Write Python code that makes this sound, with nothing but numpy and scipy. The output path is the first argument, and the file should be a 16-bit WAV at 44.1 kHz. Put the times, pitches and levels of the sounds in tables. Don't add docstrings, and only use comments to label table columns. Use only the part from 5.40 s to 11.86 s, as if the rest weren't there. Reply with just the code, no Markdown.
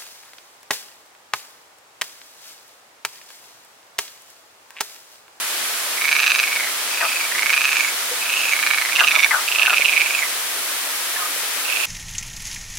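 import sys
import numpy as np
from scipy import signal
from scipy.fft import rfft, irfft
from scipy.io import wavfile
from scipy.ndimage import uniform_filter1d

SR = 44100
rng = np.random.default_rng(int(sys.argv[2]) if len(sys.argv) > 2 else 0)


def pcm_store(signal):
    levels = np.round(np.clip(np.atleast_2d(signal), -1, 1) * 32767)
    wavfile.write(sys.argv[1], SR, levels.astype(np.int16).T)


N = 284733


def undb(db):
    return 10 ** (np.asarray(db) / 20)


def level(x, db):
    return x * undb(db) / np.sqrt(np.mean(x ** 2))


def pan(db):
    return undb(np.array([[1], [-1]]) * db / 2)


def add(out, start_s, sound):
    i = max(int(start_s * SR), 0)
    part = sound[..., :max(N - i, 0)]
    out[..., i:i + part.shape[-1]] += part


def ring(t, hz, t60):
    t = np.maximum(t, 0)
    return np.sin(2 * np.pi * hz * t) * np.exp(-np.log(1000) * t / t60)


def colour(x, points):
    hz, db = np.transpose(points)
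    bin_hz = np.maximum(np.arange(N // 2 + 1) * SR / N, 1)
    return irfft(rfft(x) * undb(np.interp(np.log(bin_hz), np.log(hz), db)), N)


def band(x, low_hz, high_hz, order=2):
    return signal.sosfilt(signal.butter(order, [low_hz, high_hz], "band", fs=SR, output="sos"), x)


def walk(rate_hz):
    hold = int(SR / rate_hz)
    steps = np.repeat(rng.standard_normal(N // hold + 1), hold)
    return uniform_filter1d(uniform_filter1d(steps, hold), hold)[:N]


def wash(spectrum, db):
    # (frequency [Hz], side minus mid [dB])
    width = [(60, -10), (130, -23), (330, -17), (700, -9), (1300, -6), (2400, -0.5), (4400, -1), (8000, 3),
             (14000, -3)]
    mid, side = (level(colour(rng.standard_normal(N), spectrum), db) for _ in range(2))
    return mid + np.array([[1], [-1]]) * colour(side, width)


def stream(flicker_db=0.85, spray_hz=8000):
    # (frequency [Hz], spectral density [dB])
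    low_spectrum = [(18, -79), (30, -49), (102, -32), (185, -17), (238, -7), (264, -5), (297, -2.5),
                    (552, -0.5), (700, 1.5), (910, -30), (1540, -120)]
    rush_spectrum = [(350, -43.5), (600, -9), (822, -4.5), (943, -2), (1080, -2), (1290, 1), (1350, 0),
                     (1460, 0), (2490, 0), (2740, -2.5), (3060, -1), (6860, -5.5), (10100, -1), (14200, -4),
                     (15800, -7.5)]
    # (time [s], hiss gain [dB], spray gain [dB], left minus right [dB])
    turn = [(0, 2.5, -1.5, -0.5), (1.5, 2.5, -2.5, -1), (3, 3, -2, -0.9), (4.5, 3, -2, -.5),
            (5.4, 1.5, -1, 0.4), (6.46, 2.5, -1.5, 1)]
    times, *columns = np.transpose(turn)
    hiss_db, spray_db, pan_db = (np.interp(np.arange(N) / SR, times, c) for c in columns)
    low = wash(low_spectrum, db=-45.1) * undb(flicker_db * walk(rate_hz=21.14))
    rush = wash(rush_spectrum, db=-26.8)
    treble = colour(rush, [(spray_hz / 2, -40), (spray_hz, -6), (spray_hz * 1.41, 0)])
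    hiss = (rush - treble) * undb(hiss_db + .5 * walk(rate_hz=18)) * pan(0.91)
    spray = treble * undb(spray_db) * pan(-1.1)
    return low + (hiss + spray) * pan(pan_db)


def bubble(hz, t60, rise=0.063):
    t = np.arange(int(t60 * SR) + 1) / SR
    return ring(t, hz * (1 + rise * t / t60), t60) * (1 - np.exp(-t * hz))


def gurgle(count=2600, low_hz=380, high_hz=3200, cycles=12, spread_db=4, tilt=0.82, rms_db=-43):
    out = np.zeros((2, N))
    for when, pitch, strength, side in rng.random((count, 4)):
        hz = low_hz * (high_hz / low_hz) ** pitch
        strength_db = -spread_db * np.log(1 - strength * 15 / 16)
        gain = undb(strength_db) * (hz / high_hz) ** tilt
        add(out, when * N / SR, gain * pan(8 * (side - .5)) * bubble(hz, cycles / hz))
    return level(band(out, 216, 9100), rms_db)


def arch(place, crest, first, top, last, flatness):
    crest = np.clip(crest, .05, .95)
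    if place < crest:
        return top + (first - top) * (1 - place / crest) ** flatness
    return top + (last - top) * ((place - crest) / (1 - crest)) ** flatness


def rattle_notes(gap_s=.0078, gap_growth=.25, click_growth=.8, brighten_db=4):
    # (first note [s], last note [s], notes, slowing, crest place [0-1],
    # level at first, crest, last [dB], vocal sac at first, crest, last [Hz], clicks per note,
    # sac left minus right [dB], snap [dB], body [dB], lower overtone [Hz], its level [dB],
    # upper overtone [Hz], its level [dB], lingering ring [dB])
    calls = [ (0.584, 0.999, 12, .075, .65, -15, -5, -4.5, 2140, 2480, 2460, 3.2, -6, 2.5, -2.5, 3880, -15.5, 6100, -13, -20),
             (1.039, 1.28, 7, -.16, .4, -8.5, -11, -18, 2366, 2270, 1940, 3, -2, 3, -3.5, 3900, -24, 6100, -28, -17.5),
             (1.51, 1.852, 10, 0.1, 0.43, -20, -11.5, -13.5, 2520, 2500, 2360, 2.5, -2.5, -4, -4, 4650, -11, 7000, -22, -18),
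             (1.922, 2.486, 16, 0.05, 0.64, -15, -5.5, -12.5, 1920, 2490, 2220, 2.6, -5.5, 1, -1.5, 3800, -23, 6150, -15.5, -20),
             (2.828, 3.134, 9, 0.06, .65, -17, -8, -7, 2420, 2620, 2260, 3.7, -4, -8, -7, 3900, -24, 6470, -12, -20),
             (3.163, 3.496, 10, 0.02, .4, -13, -8, -16.5, 2120, 2340, 1970, 2, -7, -9, 3, 3900, -10.5, 5950, -17, -20.5),
             (3.531, 3.685, 5, .04, 0.6, -11, -3.5, -2.5, 2410, 2780, 2600, 2.8, -7, -5, -8, 3690, -15, 5900, -15, -23.5),
             (3.722, 3.844, 4, 0, .6, -3.5, -3.5, -3.5, 2330, 2330, 2300, 3.4, -7, -9, -7.5, 3600, -10.5, 5730, -16, -30),
             (4.087, 4.42, 10, 0.03, 0.5, -10, -1.7, -4.5, 2614, 2580, 2380, 2.6, -6, -16, -12.5, 3600, -26, 6000, -27, -25),
             (4.457, 4.617, 5, 0.02, .45, -1, -3.3, -0.7, 2684, 2450, 2340, 3.3, -7, -20, -16, 3820, -21, 6100, -29, -22),
             (4.666, 4.833, 5, 0.01, 0.28, -11, -10.5, -11, 2417, 2480, 2100, 2.8, -7, -16, -4, 3930, -23, 7000, -19, -17),
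             (6.264, 6.446, 6, 0.04, 1, -20.5, -15, -14.5, 2570, 2600, 2550, 3.9, -17, -18, -9, 3250, -15, 6700, -13, -23)]
    for start, end, count, slowing, crest, db0, db1, db2, hz0, hz1, hz2, clicks, *voice in calls:
        for place, luck in zip(np.linspace(0, 1, count), rng.standard_normal((count, 5))):
            note_s = start + (end - start) * place * (1 - slowing * (1 - place)) + .001 * luck[0]
            db = arch(place, crest, db0, db1, db2, flatness=3.05) + 0.9 * luck[1]
            hz = arch(place, crest, hz0, hz1, hz2, flatness=1.79) * (1 + 0.0161 * luck[2])
            late = place - .5
            last_gap_s = gap_s * (1 + gap_growth * late + .12 * luck[3])
            click_count = int(round(max(clicks + click_growth * late + .3 * luck[4], 2)))
            yield note_s, db, hz, last_gap_s, click_count, brighten_db * late, voice


def rattles(sac_hold_s=0.0046, swell_s=.0001, stretch=0.35, relax_s=0.00014, sink=0.011, detune=0.015,
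            linger_swell_s=0.0017, linger_spread=0.0561, body_hz=1780, chest_hz=1220, body_t60=0.0048,
            early_gap_s=.0054, second_db=-1.7, fade_db=-3.0, scatter_db=0.83, gain_db=0.42):
    out, t = np.zeros((2, N)), np.arange(SR // 12) / SR
    sac_t = t + stretch * relax_s * (1 - np.exp(-t / relax_s))
    sac_shape = (1 - np.exp(-t / swell_s)) * np.exp(-(t / sac_hold_s) ** 4)
    for note_s, db, hz, last_gap_s, clicks, bright_db, voice in rattle_notes():
        pan_db, snap_db, body_db, over_hz, over_db, top_hz, top_db, linger_db = voice
        for k, (size, *drift) in enumerate(rng.standard_normal((5, 5))[:clicks]):
            tune = 1 + detune * np.array(drift)
            lead_s = min(k, 1) * last_gap_s + max(k - 1, 0) * early_gap_s
            force_db = min(k, 1) * second_db + max(k - 1, 0) * fade_db + scatter_db * size
            linger = sum(ring(t, hz * (1 + linger_spread * d), t60=0.27) for d in drift) / 2
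            sac = ring(sac_t, hz * tune[0] * (1 + sink * (k - 1)), t60=0.015) * sac_shape
            sac += undb(linger_db) * linger * (1 - np.exp(-t / linger_swell_s))
            body = ring(t, body_hz * tune[1], body_t60)
            chest = undb(-3) * ring(t, chest_hz * tune[2], body_t60)
            rest = (undb(body_db) * (body + chest)
                    + undb(over_db) * ring(t, over_hz * tune[2], t60=0.014)
                    + undb(top_db + bright_db) * ring(t, top_hz * tune[3], t60=0.017)
                    + undb(snap_db + bright_db) * ring(t, hz=4200, t60=0.00098))
            click = pan(pan_db) * sac + pan(0.14 * pan_db) * rest
            add(out, note_s - lead_s, undb(db + force_db + gain_db) * click)
    return band(out, 1350, 5850, order=3)


def bank_echo(x, near_db=-9, near_t60=0.051, far_db=-16, far_t60=0.24, swell_s=0.0016):
    t = np.arange(SR // 2) / SR
    echo = 0
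    for db, t60 in ((near_db, near_t60), (far_db, far_t60)):
        envelope = np.exp(-np.log(1000) * t / t60) * (1 - np.exp(-t / swell_s))
        tail = rng.standard_normal((2, len(t))) * envelope
        echo = echo + undb(db) * tail / np.sqrt(np.sum(tail ** 2, axis=1, keepdims=True))
    return signal.fftconvolve(x, echo, axes=1)[:, :N]


def far_frog(notes_per_s=27, clicks=5, click_gap_s=.0055, bend=0.029, top_from_hz=6200, top_to_hz=7100,
             top_db=-4, scatter_db=1.5, pan_db=-5):
    # (start [s], end [s], level [dB], vocal sac [Hz])
    calls = [(1.50, 1.83, -27, 2580), (2.14, 2.5, -21, 2610), (2.83, 3.126, -21.5, 2585),
             (4.49, 4.796, -22, 2620), (6.27, 6.60, -24, 2660)]
    out, t = np.zeros((2, N)), np.arange(SR // 20) / SR
    for start, end, db, hz in calls:
        for note_s in np.arange(start, end, 1 / notes_per_s):
            place = (note_s - start) / (end - start)
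            effort = np.sin(np.pi * (.1 + .8 * place))
            sac = effort * ring(t, hz * (1 + bend * (effort - 1)), t60=0.028)
            top_hz = top_from_hz + (top_to_hz - top_from_hz) * place
            overtone = place * undb(top_db) * ring(t, top_hz, t60=0.019)
            for k, (late, size) in enumerate(rng.standard_normal((clicks, 2))):
                click_s = note_s + (k + 0.27 * late) * click_gap_s
                add(out, click_s, undb(db + scatter_db * size) * pan(pan_db) * (sac + overtone))
    return band(out, 1540, 10000)


def croak_bursts(first_share=0.51, settle=0.26, level_hold=1.7):
    # (first burst [s], last burst [s], bursts, burst length [s],
    # level at first, last [dB], throat resonance at first, last [Hz], pulse rate [Hz],
    # left minus right [dB], chest [dB], rasp [dB], unevenness [factor])
    calls = [ (1.613, 1.657, 4, 0.021, -12.5, -14.5, 1860, 1280, 330, 5.5, -2.5, -3, 0.65),
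             (3.590, 3.640, 3, 0.019, -5.5, -12.5, 1990, 1300, 345, 4.5, -8, -8, 1.04),
             (3.709, 3.771, 3, .023, -19, -16, 1880, 1170, 318, -2, -10, -12, 0.98),
             (3.861, 3.863, 1, .024, -13, -14, 1760, 1750, 333, 5, -11, -1, 1.1),
             (3.915, 3.991, 4, 0.025, -5.5, -20.5, 2010, 1350, 316, 5.5, -9.5, -14, 1),
             (4.196, 4.231, 2, 0.069, -19.5, -22, 1340, 1850, 309.4, 3.5, -2.5, -9, 1),
             (4.253, 4.332, 4, 0.013, -9.5, -6, 1660, 1400, 263, 4.5, -10.5, -6, 0.96),
             (5.763, 5.856, 4, .019, -18.5, -22, 1730, 1190, 358.5, -8, -16, -18, 0.54)]
    for start, end, count, length_s, db0, db1, hz0, hz1, *voice in calls:
        for k, place in enumerate(np.linspace(0, 1, count)):
            db = db0 + (db1 - db0) * place ** level_hold
            hz = hz1 + (hz0 - hz1) * settle ** k
            yield start + (end - start) * place, length_s * (1 if k else first_share), db, hz, voice


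def croaks(pulses=13, chest_ratio=0.48, fall=0.091, jitter=0.098, wobble=0.015, scatter_db=2.4,
           gain_db=-2):
    out, t = np.zeros((2, N)), np.arange(SR // 50) / SR
    for centre_s, length_s, db, hz, (rate_hz, pan_db, chest_db, rasp_db, uneven) in croak_bursts():
        for k, (late, size, drift) in enumerate(uneven * rng.standard_normal((pulses, 3))):
            offset_s = (k - pulses // 2 + jitter * late) / rate_hz
            place = offset_s / length_s
            throat_hz = hz * (1 - fall * uneven * np.clip(place, -1, 1) + wobble * drift)
            throat = ring(t, throat_hz, t60=0.016)
            chest = undb(chest_db) * ring(t, chest_ratio * throat_hz, t60=0.0092)
            rasp = undb(rasp_db) * ring(t, hz=2200, t60=0.0025)
            gain = undb(db + gain_db + scatter_db * size) * np.exp(-2.8 * place ** 2)
            add(out, centre_s + offset_s, gain * pan(pan_db) * (throat - chest - rasp))
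    return band(out, 540, 3400, order=3)


def plops():
    # (time [s], level [dB], bubble pitch [Hz], ring t60 [s])
    bubbles = [(2.712, -25.5, 489, 0.14), (4.331, -28, 430, .03), (4.396, -13.5, 536, 0.018),
               (5.962, -20, 506, 0.02)]
    out = np.zeros((2, N))
    for start_s, db, hz, t60 in bubbles:
        add(out, start_s, undb(db) * bubble(hz, t60))
    return out


def scene():
    frogs = rattles() + far_frog() + croaks()
    return frogs + bank_echo(frogs) + stream() + gurgle() + plops()


def record(dry, top_hz=15850):
    low_pass = signal.ellip(12, .1, 75, top_hz, fs=SR, output="sos")
    return signal.sosfilt(low_pass, np.clip(dry, -1, 1))


dry = scene()
out = record(dry)
pcm_store(out)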